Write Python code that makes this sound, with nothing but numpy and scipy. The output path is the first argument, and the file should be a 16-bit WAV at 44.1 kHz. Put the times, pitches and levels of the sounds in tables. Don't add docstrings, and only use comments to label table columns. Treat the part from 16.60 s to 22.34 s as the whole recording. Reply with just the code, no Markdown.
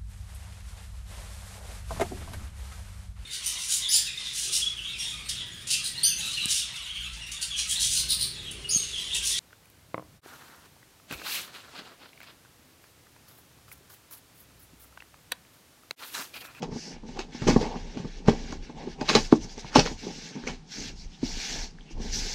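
import sys
import numpy as np
from scipy import signal
from scipy.fft import rfft, irfft, next_fast_len
from scipy.io import wavfile
from scipy.ndimage import uniform_filter1d, map_coordinates

SR = 44100
rng = np.random.default_rng(int(sys.argv[2]) if len(sys.argv) > 2 else 0)


def volts(x):
    e = np.asarray(x, float) / 20
    return 10 ** e


def wav_out(sig):
    wavfile.write(sys.argv[1], SR, np.round(np.clip(np.atleast_2d(sig).T, -1, 1) * 32767).astype(np.int16))


N = 253134


def unit(x):
    return x / np.sqrt(np.mean(x ** 2) + 1e-20)


def along(points, hz):
    f, v = np.transpose(points)
    return np.interp(np.log(hz + 1), np.log(f + 1), v)


def wobble(rate):
    knots = rng.standard_normal(int(N * rate / SR) + 4)
    return map_coordinates(knots, [np.arange(N) * rate / SR])


def filtered(x, response):
    m = next_fast_len(N + SR // 2)
    return irfft(rfft(x, m) * response(np.fft.rfftfreq(m, 1 / SR)), m)[:N]


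def coloured(x, spectrum):
    closed = [(spectrum[0][0] / 2, -120)] + list(spectrum) + [(SR / 2, -120)]
    return unit(filtered(x, lambda hz: volts(along(closed, hz))))


def add(track, s, piece):
    part = track[max(round(s * SR), 0):][:len(piece)]
    part += piece[:len(part)]


def held(rows, rise, fall):
    t = np.arange(0, N, 32) / SR
    start, length, db = (column[:, None] for column in np.transpose(rows))
    too_early = np.maximum(start - t, 0)
    too_late = np.maximum(t - start - length, 0)
    gain = volts(db - rise * too_early - fall * too_late)
    return np.interp(np.arange(N) / SR, t, np.sqrt((gain ** 2).sum(0)))


def slips(rate, spread_db, smooth):
    size = volts(spread_db * np.minimum(rng.exponential(size=N), 2)) * rng.standard_normal(N)
    releases = unit(size * (rng.random(N) < rate / SR))
    return unit(releases + smooth * rng.standard_normal(N))


def patchy(x, patchy_db):
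    z = signal.stft(x, nperseg=256)[2]
    field = uniform_filter1d(rng.standard_normal(z.shape), 4, 0)
    field = uniform_filter1d(field, 8, 1)
    return unit(signal.istft(z * volts(patchy_db * unit(field)), nperseg=256)[1][:N])


def box(hz):
    # pitch in Hz, width in Hz, level in dB.
    box_modes = [(154.6, 31.3, -1.5), (240, 46, 2.5), (420, 98.5, -1), (597, 280, -10), (799, 79, -6),
                 (887, 43, -4.5), (1140, 140, -14), (1700, 270, -27)]
    ringing = 0
    for k, (centre, width, db) in enumerate(box_modes):
        mode = 1j * hz * width / (centre * centre - hz * hz + 1j * hz * width)
        ringing = ringing + (-1) ** k * volts(db) * mode
    return ringing / (1 + 1j * hz / 6500) ** 4


def tape_rips():
    # time in seconds, peak in dB, time to fade by 60 dB in seconds,
    # pull on the box in dB relative to the peak.
    rips = [(0.0227, -31, 0.12, 16), (0.569, -43, 0.046, -19), (0.5905, -24, 0.13, -11),
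            (0.82, -29.5, 0.091, 12.5), (0.8758, -13.5, 0.2, 7.5), (0.9226, -30, 0.074, 0),
            (1.01, -30, 0.25, 16), (1.372, -39, 0.31, -6), (1.6756, -20, 0.17, -10),
            (1.922, -27, 0.059, -4), (2.4115, -23.5, 0.074, 12), (2.487, -12.5, 0.22, 0),
            (2.552, -7, 0.11, 8), (2.7222, -20, 0.059, -13), (3.1534, -8, 0.16, 8),
            (3.1938, -14.5, 0.067, -7), (3.257, -21.5, 0.13, -8), (3.8706, -24, 0.17, 5)]
    # frequency in Hz, level in dB.
    tear = [(530, -7), (900, -7.5), (1370, -6.5), (2030, -7.5), (2610, -7), (3560, -11.5), (4470, -9.5),
            (6400, -13), (11400, -47.5), (13300, -43), (15700, -63)]
    rise_s, creep_db, creep_s = .003, -21, .014
    crack, crack_s = .6, .004
    rip, tug, t = np.zeros(N), np.zeros(N), np.arange(SR // 3) / SR
    for s, db, t60, pull_db in rips:
        shape = volts(db - 7 - 60 * t / t60) * (1 - np.exp(-t / rise_s))
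        creep = volts(db + creep_db) * np.exp((t - .05) / creep_s) * (t < .05)
        add(rip, s - .05, creep)
        add(rip, s - .002, shape * (1 + crack * np.exp(-t / crack_s)))
        add(tug, s - .002, volts(pull_db) * shape)
    glue = patchy(slips(rate=1500, spread_db=3, smooth=0.74), patchy_db=2.5)
    pulling = tug * slips(rate=800, spread_db=3.0, smooth=0.82)
    return echoes(rip * coloured(glue, tear)) + volts(14.5) * filtered(pulling, box)


def glue_snaps():
    # time in seconds, peak in dB, pitch in Hz.
    snaps = [(0.436, -39, 875), (0.821, -32, 1500), (0.592, -26, 4400), (1.159, -27, 864),
             (2.095, -50, 1090), (2.413, -27, 4800), (2.49, -9, 4020), (2.49, -15, 2600),
             (2.503, -20, 4020), (2.553, -4, 4070), (2.726, -7, 620), (2.979, -32, 5870),
             (3.046, -28.5, 890), (3.159, 0, 880), (3.193, -8, 4550), (3.262, -21, 1300),
             (3.275, -23.5, 1000), (3.763, -33, 880), (3.838, -33, 1500), (3.875, -19, 2260),
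             (4.96, -33, 700), (5.186, -39, 1700), (5.209, -39.5, 3200), (5.46, -36, 4360)]
    threads, t = np.zeros(N), np.arange(SR // 3) / SR
    for s, db, hz in snaps:
        shape = volts(db + 2 - 60 * t / 0.01) * (1 - np.exp(-t / 0.00035))
        add(threads, s, shape * np.sin(2 * np.pi * hz * t))
    return filtered(threads, lambda hz: 1 / (1 + (hz / 7500) ** 8))


def knocks():
    # time in seconds, peak in dB, panel pitch in Hz, hardness in dB.
    flaps = [(0.027, -29, 782, -3.5), (0.746, -35, 250, 4.5), (0.868, -10.5, 240, -9),
             (0.885, -11.5, 408, 1.5), (0.904, -12, 264, -10), (0.925, -14, 250, -19),
             (0.96, -12.5, 290, 5), (1.011, -22.5, 463, 1), (1.154, -35, 434, 11), (1.37, -23, 237, -8),
             (1.682, -2, 213, -2.5), (1.704, -16.5, 420, -13), (1.924, -25.5, 286, 2),
             (2.095, -33.5, 251, 3.5), (2.411, -22.5, 245, 4), (2.552, -6, 431, -12),
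             (2.574, -13.5, 249, 0), (2.7244, -3.5, 300, -3), (2.978, -29.5, 223, -4),
             (3.158, -9.5, 234, 6), (3.185, -5.5, 247, -1.5), (3.467, -28, 400, -3), (3.868, -36, 420, 5),
             (4.63, -14.5, 267, -15)]
    # time in seconds, peak in dB, panel pitch in Hz.
    more_knocks = [(0.12, -28.5, 153), (0.16, -24.5, 245), (0.431, -34.5, 254), (0.485, -29.5, 253),
                   (0.589, -24.5, 370), (0.818, -20.5, 150), (1.398, -26, 154), (1.446, -20, 240),
                   (2.272, -25.5, 369), (2.844, -30.5, 174), (3.045, -33, 152), (3.257, -22.5, 460),
                   (3.312, -28.5, 252), (3.76, -34, 272), (4.959, -40, 282), (5.307, -39.5, 331)]
    shared_hard_db = -6.5
    ring_s, ring_s_per_db = .036, -.0006
    panel, push, t = np.zeros(N), np.zeros(N), np.arange(SR // 5) / SR
    for s, db, hz, hard_db in list(flaps) + [(*row, shared_hard_db) for row in more_knocks]:
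        t60 = ring_s + ring_s_per_db * db
        bend = np.sin(2 * np.pi * hz * t) * volts(-60 * t / t60) * (1 - np.exp(-t / 0.0014))
        clatter = volts(hard_db - 60 * t / 0.035) * rng.standard_normal(len(t))
        thump = np.exp(-(t * hz * 4 - 1.5) ** 2)
        add(panel, s, volts(db + 1.5) * bend)
        add(push, s, volts(db + 17.0) * clatter + volts(db + 3.0) * thump)
    return panel + filtered(push, box)


def rubbing():
    # start in seconds, length in seconds, hiss level in dB,
    # palm level in dB relative to the hiss.
    strokes = [(0.132, 0.22, -61.5, 9), (0.483, 0.089, -57, 0), (0.736, 0.19, -51, 1),
               (0.881, 0.14, -46, -10), (1.002, .2, -54, 2), (1.217, 0.37, -58, 2.5),
               (1.716, .23, -52.5, 0), (2.025, 0.08, -61.5, 4.5), (2.183, 0.15, -59, 5),
               (2.457, .12, -50.5, 3.5), (2.573, 0.088, -40.5, -9), (2.733, 0.028, -52.5, 0),
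               (2.814, 0.035, -49.5, -5), (2.896, 0.031, -51.5, -4.5), (2.982, 0.03, -51.5, -1),
               (3.059, 0.034, -52, 1), (3.198, 0.13, -45, -7.5), (3.393, 0.3, -48, -3.5),
               (3.729, 0.22, -56, 1.5), (4.123, 0.16, -42.5, -5.5), (4.367, 0.084, -55.5, -12),
               (4.522, 0.092, -58.5, -4.5), (4.652, .39, -41, -6), (4.8, .14, -40, -3), (5.19, 0.2, -69, 3),
               (5.422, 0.26, -46, -4.5), (5.54, .06, -34, -13), (5.62, .15, -38, -9)]
    # frequency in Hz, level in dB.
    hiss_tone = [(1800, -48.5), (2600, -27), (3300, -11), (4300, -0.5), (5800, 2.5), (7000, -5.5),
                 (9000, -24.5), (10500, -64)]
    palm_tone = [(700, -9.5), (1000, -23.5), (1600, -7.5), (1900, -6.5), (2400, -7.5), (3000, -9.5),
                 (4000, -14.5)]
    edge_tone = [(8500, -10), (10000, -1.5), (11500, -9.5), (13300, -3.5), (15000, -11.5), (15800, -28)]
    rise, fall = 420, 320
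    hiss = held([(s, n, db) for s, n, db, _ in strokes], rise, fall)
    palm = held([(s, n, db + rel) for s, n, db, rel in strokes], rise, fall)
    edge = volts(-16) * hiss ** 1.277
    fibres = patchy(slips(rate=4800, spread_db=2.5, smooth=1.3), patchy_db=2.0)
    fibres = fibres * volts(.8 * wobble(30))
    rub = hiss * coloured(fibres, hiss_tone)
    rub += edge * coloured(fibres, edge_tone)
    return rub + palm * coloured(fibres, palm_tone)


def nails():
    # start in seconds, level in dB, length in seconds, brightest pitch in Hz.
    scratches = [(0.096, -44.5, 0.28, 5530), (.74, -50, 0.035, 4970), (2.022, -54.5, 0.046, 5360),
                 (2.182, -60, 0.061, 4600), (2.274, -56, 0.081, 5500), (2.738, -48, 0.042, 5970),
                 (2.813, -46.5, 0.049, 5800), (2.893, -50.5, 0.054, 5700), (2.982, -46, 0.038, 5800),
                 (3.05, -52, 0.059, 4540), (4.348, -51.5, 0.11, 5030), (4.377, -62.5, 0.1, 2500),
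                 (4.521, -53.5, 0.045, 3360), (5.10, -56.5, 0.018, 5500), (5.247, -56, 0.11, 2830),
                 (5.296, -53, 0.045, 5600)]
    out = np.zeros(N)
    for s, db, length, hz in scratches:
        count = round(length * SR)
        band = signal.butter(2, [hz * 0.83, hz * 1.11], "bandpass", fs=SR, output="sos")
        scratch = unit(signal.sosfilt(band, rng.standard_normal(SR // 3))[:count])
        add(out, s, volts(db) * np.hanning(count) ** 0.59 * scratch)
    return out


def grip_changes():
    # start in seconds, length in seconds, rumble level in dB,
    # drag on the small panels in dB relative to the rumble.
    grips = [(0.01, 0.16, -39, -14.5), (0.247, 0.12, -44, -10.5), (0.438, 0.13, -46.5, -20),
             (0.574, 0.028, -46, 4), (0.668, .16, -50, -10), (0.87, 0.11, -36, -14), (0.983, 0.18, -42, 2),
             (1.23, 0.076, -47, -9), (1.362, 0.11, -40, -18), (1.503, 0.15, -53.5, -11),
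             (1.681, 0.053, -29.5, -12), (1.765, .2, -40, -15), (2.02, 0.15, -49.5, -18),
             (2.177, 0.11, -44.5, -0.5), (2.406, 0.028, -38, -2.5), (2.503, 0.086, -40, -15),
             (2.633, .5, -52.5, -3), (3.157, 0.17, -43, -4.5), (3.448, .06, -38.5, -10),
             (3.546, 0.17, -49, -15), (3.77, .14, -40.5, -11), (3.95, 0.18, -59, -11),
             (4.167, 0.13, -45, -15.5), (4.338, 0.23, -60.5, -12), (4.63, 0.39, -49, -4.5),
             (4.909, 0.14, -45.5, -5.5), (5.043, 0.36, -58, -15), (5.372, 0.36, -42.5, -12)]
    rise, fall = 420, 336
    rumble = held([(s, n, db) for s, n, db, _ in grips], rise, fall)
    slide = held([(s, n, db + rel) for s, n, db, rel in grips], rise, fall)

    def soft(hz):
        return box(hz) / (1 + 1j * hz / 500) ** 2

    def small(hz):
        ring = .18j * hz * 200 / (920 ** 2 - hz * hz + 200j * hz)
        return (box(hz) + ring) * (hz / (hz + 600)) ** 3 / (1 + (hz / 1010) ** 12)

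    jolts = volts(2.5 * wobble(25)) * slips(rate=140, spread_db=2, smooth=1.1)
    drag = slips(rate=700, spread_db=3.0, smooth=0.53)
    return rumble * unit(filtered(jolts, soft)) + slide * unit(filtered(drag, small))


def table_sway():
    # start in seconds, length in seconds, sway level in dB.
    leans = [(.08, 0.07, -44), (.35, .4, -48), (.87, 0.12, -26.5), (1.05, 0.23, -37.5), (1.46, 0.13, -44.5),
             (1.68, .05, -31.5), (1.82, .2, -39), (2.15, .35, -45.5), (2.56, 0.087, -34), (2.8, 0.036, -35),
             (2.92, 0.18, -46), (3.17, 0.19, -36), (3.45, 0.17, -50.5), (3.86, 0.092, -40),
             (4.2, 0.27, -39), (4.63, 0.14, -37), (4.92, 0.11, -37.5), (5.05, 0.17, -46),
             (5.35, 0.28, -32.5), (5.66, .1, -44)]
    rise, fall = 460, 190
    swing = 2 * np.pi * np.cumsum(27 + 2.5 * wobble(5)) / SR
    shudder_tone = [(18, -9), (35, 3.0), (60, -3.0), (110, -11.0), (140, -28.5)]  # (Hz, dB)
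    shudder = coloured(rng.standard_normal(N), shudder_tone)
    sway = unit(volts(2.9 * wobble(10.0)) * np.sin(swing) + 0.44 * shudder)
    return held(leans, rise, fall) * sway


def echoes(x):
    echo_db, echo_s = -17, .014
    copies = np.zeros(SR // 20)
    delays = (rng.random(8) * echo_s * SR).astype(int) + 30
    copies[delays] = volts(echo_db) * rng.choice([-1, 1], size=8)
    copies[0] = 1
    return signal.fftconvolve(x, copies / np.linalg.norm(copies))[:N]


def room(x):
    # frequency in Hz, time to fade by 60 dB in seconds.
    fading = [(200, 0.18), (2000, 0.087), (10000, 0.29)]
    hz, t, z = signal.stft(rng.standard_normal(SR // 2), SR, nperseg=256)
    tail = signal.istft(z * volts(-60 * t / along(fading, hz)[:, None]), SR, nperseg=256)[1]
    late = np.pad(x, (300, 0))
    return signal.fftconvolve(late, tail / np.linalg.norm(tail))[:N]


def room_air():
    # frequency in Hz, level in dB.
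    air_tone = [(60, -17.5), (100, -19), (160, 5.5), (250, -6), (550, -23.5), (800, -15), (1150, -23.5),
                (3000, -24), (5800, -25.5), (9000, -40), (12000, -59)]
    return volts(-46.5 - 7.5) * coloured(rng.standard_normal(N), air_tone)


def scene():
    hits = knocks() + tape_rips() + glue_snaps()
    hands = echoes(rubbing() + nails()) + grip_changes() + table_sway()
    mix = hits + volts(-10.0) * room(hits) + hands + room_air()
    return mix[None]


def band_limit(x):
    return signal.sosfilt(signal.butter(12, 15830, fs=SR, output="sos"), x)


def record(dry):
    rounded = dry / (1 + np.abs(dry) ** 6) ** (1 / 6)
    return band_limit(rounded)


dry = scene()
out = record(dry)
wav_out(out)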